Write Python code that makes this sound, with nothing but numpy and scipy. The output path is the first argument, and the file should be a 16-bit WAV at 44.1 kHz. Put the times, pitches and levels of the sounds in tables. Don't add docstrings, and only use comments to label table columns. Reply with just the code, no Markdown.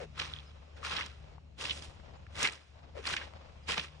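import sys
import numpy as np
from scipy import signal
from scipy.fft import rfft, irfft
from scipy.io import wavfile
from scipy.ndimage import uniform_filter1d

SR = 44100
rng = np.random.default_rng(int(sys.argv[2]) if len(sys.argv) > 2 else 0)


def to_wav(s):
    ch = np.atleast_2d(s).T
    pcm = np.round(np.clip(ch, -1, 1) * 32767)
    wavfile.write(sys.argv[1], SR, pcm.astype(np.int16))


N = 176400

# f/Hz, left phase lead/rad
MIC_PHASE = [(250, -6), (500, -5.5), (720, -3), (1000, -1.02), (1800, 0), (2300, 1.99), (2950, 3),
             (3900, 1.68), (4600, 3), (5400, 6.5), (8000, 8), (11500, 8)]
# f/Hz, left over right/dB
MIC_BALANCE = [(200, 3.5), (500, 8), (1100, 9), (2100, -1.5), (3000, -4.5), (4300, -4.5), (4850, -7),
               (5300, -2), (9000, 0.5)]
# f/Hz, coherence
BOOT_COHERENCE = [(150, 0.91), (550, 0.21), (1000, 0.74), (1800, 0.92), (2500, 0.42), (3500, 0.44),
                  (4300, 0.17), (5300, 1), (8000, 1)]
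# f/Hz, coherence
AIR_COHERENCE = [(30, 0.68), (100, 0.77), (250, 0.46), (500, 0.13), (3000, 0.084), (8000, 0.97)]
# f/Hz, level/dB
WIND_EQ = [(15, -41), (30, -20.5), (50, 0), (75, 2), (160, -9), (330, -21), (600, -20.5), (1800, -33.5),
           (2600, -29), (5200, -38.5), (7500, -45), (9500, -55), (11000, -75), (14000, -100)]
# t/s, rumble gain/dB, hiss gain/dB
BED_RIDES = [(0, -1.5, 4), (1.33, -1.5, 2), (1.39, -3, -4.5), (1.56, -3, -5.5), (1.751, -1, 7),
             (2.48, -1, -2), (2.6, -13.5, 3.5), (2.85, 0.5, -0.5), (3.3, -2.5, 5)]
# t/s, f/Hz, level/dB
BIRD_PEEPS = [(0.474, 5120, -61), (0.76, 6950, -76), (2.17, 7140, -73), (3.642, 4940, -65)]
# centre t/s, length/s, level/dB
LEG_SWISHES = [(0.695, 0.57, -64), (1.294, 0.16, -59.5), (2.03, 0.53, -57), (2.836, 0.21, -58),
               (3.36, 0.45, -56), (3.94, 0.099, -61)]
# f/Hz, level/dB
CLOTH_EQ = [(100, 7), (250, -6.5), (380, -5), (560, 4), (900, 0), (1600, -7.5), (5000, -17.5), (8000, -40),
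            (12000, -93)]
# t/s, length/s, level/dB
BOOT_SCUFFS = [(-0.035, 0.099, -40.5), (0.744, 0.15, -54), (2.945, 0.078, -43)]
# f/Hz, level/dB
RUB_EQ = [(100, -30), (300, -3.5), (700, 2.5), (1150, -9), (2500, -9), (6000, -23.5), (9000, -32),
          (15000, -77)]
# t/s, relative level/dB, f/Hz, width/octaves, decay/s
STALK_SNAPS = [(0.198, -25, 2770, 0.74, 0.0026), (0.337, -27, 3500, 0.14, 0.00078),
               (0.363, -33, 3230, 0.11, 0.00072), (0.387, -35, 3300, 0.12, 0.00066),
               (0.83, -37, 1210, 0.26, 0.0045), (0.849, -32.5, 1450, 0.7, 0.0018),
               (0.966, -31.5, 3540, 0.49, 0.01), (0.985, -27, 2300, 0.62, 0.0011),
               (1.009, -30.5, 2130, 0.88, 0.0053), (1.061, -39, 4600, 1.4, 0.0027),
               (1.382, -43, 845, 0.66, 0.0021), (1.653, -29, 2700, 0.73, 0.0043),
               (1.695, -32.5, 3280, 0.5, 0.01), (1.708, -26, 3000, 0.59, 0.0065),
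               (2.266, -47, 1630, 0.8, 0.0025), (2.429, -25, 5600, 1.6, 0.0043),
               (2.449, -25, 2160, 0.46, 0.013), (2.473, -24, 2700, 1.05, 0.0029),
               (2.486, -27.5, 2250, 0.56, 0.0029), (2.523, -43, 7100, 0.6, 0.0024),
               (3.071, -26.5, 4330, 0.29, 0.0034), (3.125, -32, 2130, 2.2, 0.001),
               (3.165, -27.5, 2360, 0.87, 0.0069), (3.213, -35.5, 1320, 0.56, 0.0027),
               (3.336, -44.5, 880, 1.3, 0.0034), (3.708, -25, 2300, 1.2, 0.0013),
               (3.779, -23.5, 2520, 0.99, 0.0018), (3.780, -30.5, 484, 1.7, 0.0041),
               (3.795, -30, 2720, 0.76, 0.0047)]
# f/Hz, level/dB
SNAP_EQ = [(100, -1.5), (6000, 4.5), (9500, 0.5), (16000, -31)]
# t/s, level/dB
SOLE_THUDS = [(0.931, -47.5), (2.434, -49.5), (3.12, -53), (3.78, -42)]
# f/Hz, level/dB
CRUNCH_EQ = [(100, -33), (400, -38.5), (800, -2.5), (1100, -1.5), (1800, -5), (2500, 0.5), (3400, -1),
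             (4500, -8), (6000, -17), (10000, -91), (13000, -72)]
# f/Hz, level/dB
FIZZ_EQ = [(1500, -37), (3500, -25), (5000, -3), (6000, -6.5), (7500, -4), (9500, -10), (10800, -19.5),
           (12000, -33.5), (16000, -53)]
# f/Hz, level/dB
MUD_EQ = [(30, -6), (100, -0.5), (350, 0.5), (550, 4.5), (800, -3.5), (1300, -8), (3000, -33), (10000, -99)]
# t/s, mud trim/dB, crunch boost f/Hz, boost/dB
STEPS = [(0.1, -2.5, 1290, 3), (0.7, -1.5, 1500, 3.5), (1.5, 0.5, 3650, 2.5), (2.3, 1.5, 1850, 3),
         (3.0, 0.5, 1870, 3), (3.6, -1, 2450, 3.5)]
# full-weight t/s, hold/s, level/dB, fizz send/dB, swell/s, release/s
GRASS_CRUSHES = [(0.194, 0.031, -38, -13.5, 0.015, 0.041), (0.257, 0.063, -52, -13, .02, 0.12),
                 (0.769, 0.0096, -56, -12, 0.0029, 0.023), (0.847, 0.026, -40, -9, 0.011, 0.096),
                 (0.91, 0.088, -38, -16.5, 0.0039, 0.047), (1.583, 0.018, -50, -8, 0.0039, 0.011),
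                 (1.612, 0.055, -41.5, -5.5, .011, 0.042), (1.689, 0.017, -42, -18, 0.014, 0.014),
                 (1.724, 0.057, -49, -2, 0.012, 0.027), (1.824, 0.016, -51, -2.5, 0.0078, 0.045),
                 (2.402, 0.018, -34.5, -6.5, 0.022, 0.013), (2.431, 0.026, -30.5, -8.5, 0.017, 0.021),
                 (2.522, 0.023, -51.5, -9.5, 0.014, 0.027), (3.071, 0.072, -36.5, -8, 0.018, 0.013),
                 (3.178, 0.047, -44.5, -15.5, .01, 0.032), (3.69, 0.035, -32.5, -9.5, 0.0079, 0.026),
                 (3.775, 0.019, -35.5, -14, 0.014, 0.012), (3.817, 0.028, -45, -9.5, 0.013, 0.021)]


def amp(db):
    return 10 ** (np.asarray(db) / 20)


def unit_rms(x):
    return x / np.sqrt(np.mean(x ** 2) + 1e-20)


def curve(points, hz):
    f, value = np.transpose(points)
    return np.interp(np.log(hz + 1), np.log(f + 1), value)


def bins(x):
    return np.fft.rfftfreq(x.shape[-1], 1 / SR)


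def eq(x, spectrum):
    return irfft(rfft(x) * unit_rms(amp(curve(spectrum, bins(x)))), x.shape[-1])


def wander(rate_hz):
    noise = rng.standard_normal(N)
    return unit_rms(irfft(rfft(noise) / (1 + (bins(noise) / rate_hz) ** 4), N))


def clicks(per_s, spread_db):
    at, chance, left, right = rng.random((60000, 4))[:int(per_s * N / SR)].T
    size = amp(spread_db * np.minimum(-np.log(1 - chance), 4.3))
    trains = [np.bincount((at * N).astype(int), size * np.sign(side - .5), N) for side in (left, right)]
    return unit_rms(np.array(trains))


def grains(per_s):
    return unit_rms(clicks(per_s, spread_db=2) + 0.73 * rng.standard_normal((2, N)))


def mic_image(pair, coherence):
    hz, (a, b) = bins(pair), rfft(pair)
    shared = np.clip(curve(coherence, hz), -1, 1)
    lean = amp(curve(MIC_BALANCE, hz))
    left = lean * a * np.exp(1j * curve(MIC_PHASE, hz))
    right = shared * a + np.sqrt(1 - shared ** 2) * b
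    return irfft(np.array([left, right]) * np.sqrt(2 / (1 + lean ** 2)), N)


def wind():
    frames = signal.stft(rng.standard_normal((2, N)), nperseg=1024)[2]
    patches = rng.standard_normal(frames.shape[1:])
    for axis in (0, 1):
        patches = uniform_filter1d(patches, size=8, axis=axis)
    air = signal.istft(frames * amp(1.5 * unit_rms(patches)), nperseg=1024)[1][:, :N]
    return amp(-54.5) * unit_rms(eq(air, WIND_EQ) * amp(wander(1.5)))


def engine():
    pitch_hz = 73.76 * (1 + 0.025 * wander(9.3))
    phase = 2 * np.pi * np.cumsum(pitch_hz) / SR
    root = np.sin(phase) * amp(2 * wander(3.7))
    octave = amp(-14 + 5.3 * wander(0.72)) * np.sin(2 * phase + wander(4.2))
    return amp(-53) * unit_rms(root + octave) * np.array([[1], [-1]]) ** 2 * amp([[1.4], [-1.4]])


def bed(crossover_hz=630):
    t, (s, rumble_db, hiss_db) = np.arange(N) / SR, np.transpose(BED_RIDES)
    air = mic_image(wind(), AIR_COHERENCE) + engine()
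    rumble = irfft(rfft(air) / (1 + (bins(air) / crossover_hz) ** 2), N)
    return rumble * amp(np.interp(t, s, rumble_db)) + (air - rumble) * amp(np.interp(t, s, hiss_db))


def bird(half_width_s=0.012, fall_hz_per_s=9000):
    song, blur = np.zeros(N), wander(130)
    for s, hz, db in BIRD_PEEPS:
        age = np.arange(N) / SR - s
        phase = 2 * np.pi * age * (hz - fall_hz_per_s * age / 2)
        song += amp(db) * np.exp(-(age / half_width_s) ** 2) * np.sin(phase + blur)
    return np.array([song, song])


def trousers():
    t = np.arange(N) / SR
    swells = sum(amp(db) * np.exp(-(2 * (t - s) / length) ** 2) for s, length, db in LEG_SWISHES)
    return eq(grains(1200) * swells * amp(3.17 * wander(30)), CLOTH_EQ)


def scuffs(hollow_hz=560, fall_hz=149, width_hz=185):
    t, out, rub = np.arange(N) / SR, np.zeros((2, N)), grains(1500)
    pole = np.exp(-np.pi * width_hz / SR)
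    for s, length, db in BOOT_SCUFFS:
        swing = np.clip((t - s) / length, 0, 1)
        sweep = np.exp(2j * np.pi * np.cumsum(hollow_hz - fall_hz * swing) / SR)
        hollow = unit_rms((sweep * signal.lfilter([1], np.poly([pole, pole]), rub / sweep)).real)
        out += amp(db) * np.sin(np.pi * swing) * unit_rms(hollow + amp(1) * eq(rub, RUB_EQ))
    return out * np.minimum(t / 0.0018, 1)


def snaps(attack_s=0.00028):
    t, out = np.arange(2048) / SR, np.zeros((2, N))
    for s, db, pitch_hz, octaves, decay in STALK_SNAPS:
        crack = rng.standard_normal((2, len(t)))
        crack[:, round(2 * attack_s * SR)] += 4.2 * rng.choice([-1, 1], 2)
        band = 1 / (1 + (np.log2((bins(t) + 1) / pitch_hz) / octaves) ** 2) ** 2
        envelope = (1 - np.exp(-t / attack_s)) ** 2 * np.exp(-t / decay)
        burst = irfft(rfft(crack) * band) * envelope
        burst *= np.sqrt(SR * decay / 2) / np.linalg.norm(burst, axis=1, keepdims=True)
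        slot = out[:, round(s * SR):][:, :len(t)]
        slot += amp(db + 2.5) * burst[:, :slot.shape[1]]
    return eq(out, SNAP_EQ) / 2


def thuds(pitch_hz=155.4, peak_s=0.0064):
    t, out = np.arange(N) / SR, np.zeros(N)
    for s, db in SOLE_THUDS:
        age = np.maximum(t - s, 0)
        out += amp(db) * age / peak_s * np.exp(1 - age / peak_s) * np.sin(2 * np.pi * pitch_hz * age)
    return np.array([out, out])


def breaking_stems():
    crackle, pitches = grains(per_s=6000), np.geomspace(700, 9000, num=14)
    rings = sum(signal.lfilter(*signal.iirpeak(hz, Q=5.7, fs=SR), clicks(3000 / len(pitches), 4))
                for hz in pitches)
    clumps = amp(1.49 * wander(138))
    return unit_rms((crackle + amp(-5) * unit_rms(rings)) * clumps)


def mud(weight):
    t, pressure = np.arange(N) / SR, np.zeros(N)
    for s, trim_db, _, _ in STEPS:
        pressure[t >= s] = amp(-50 + trim_db) * (np.sqrt(weight[t >= s]) / amp(-39)) ** 0.67
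    return eq(grains(per_s=900) * pressure, MUD_EQ)


def footsteps(settle_db=-19.5, settle_s=0.091):
    t, stems = np.arange(N) / SR, breaking_stems()
    weight, fizz_power = np.zeros((2, N))
    step_power = np.zeros((len(STEPS), N))
    for s, hold, db, fizz_db, swell, release in GRASS_CRUSHES:
        after = np.maximum(t - s - hold, 0)
        rise, fall = np.minimum(t - s, 0) / swell, -after / release
        tail = np.maximum(fall, np.log(amp(settle_db)) - after / settle_s)
        energy = np.exp(2 * np.maximum(rise + tail, -20))
        step = sum(s > row[0] for row in STEPS[1:])
        step_power[step] += amp(db) ** 2 * energy
        fizz_power += amp(db + fizz_db - 5) ** 2 * energy
        weight += amp(db) ** 2 * np.exp(2 * np.maximum(rise + fall, -20))
    hz, crunch = bins(t), np.zeros((2, N))
    for envelope, (_, _, boost_hz, boost_db) in zip(np.sqrt(step_power), STEPS):
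        bell = np.exp(-(np.log2((hz + 1) / boost_hz) / 0.45) ** 2)
        tone = unit_rms(amp(curve(CRUNCH_EQ, hz) + boost_db * bell))
        crunch += amp(-1) * irfft(rfft(stems * envelope) * tone, N)
    return crunch + eq(stems * np.sqrt(fizz_power), FIZZ_EQ) + mud(weight)


def scene():
    ambience = bed()
    boots = mic_image(footsteps() + snaps() + scuffs(), BOOT_COHERENCE) + thuds()
    cloth = mic_image(trousers(), AIR_COHERENCE)
    return ambience + bird() + cloth + boots


def record(dry):
    high_cut = signal.firwin(511, cutoff=15800, window=("kaiser", 9), fs=SR)
    return signal.oaconvolve(dry, high_cut[None], "same")


dry = scene()
out = record(dry)
to_wav(out)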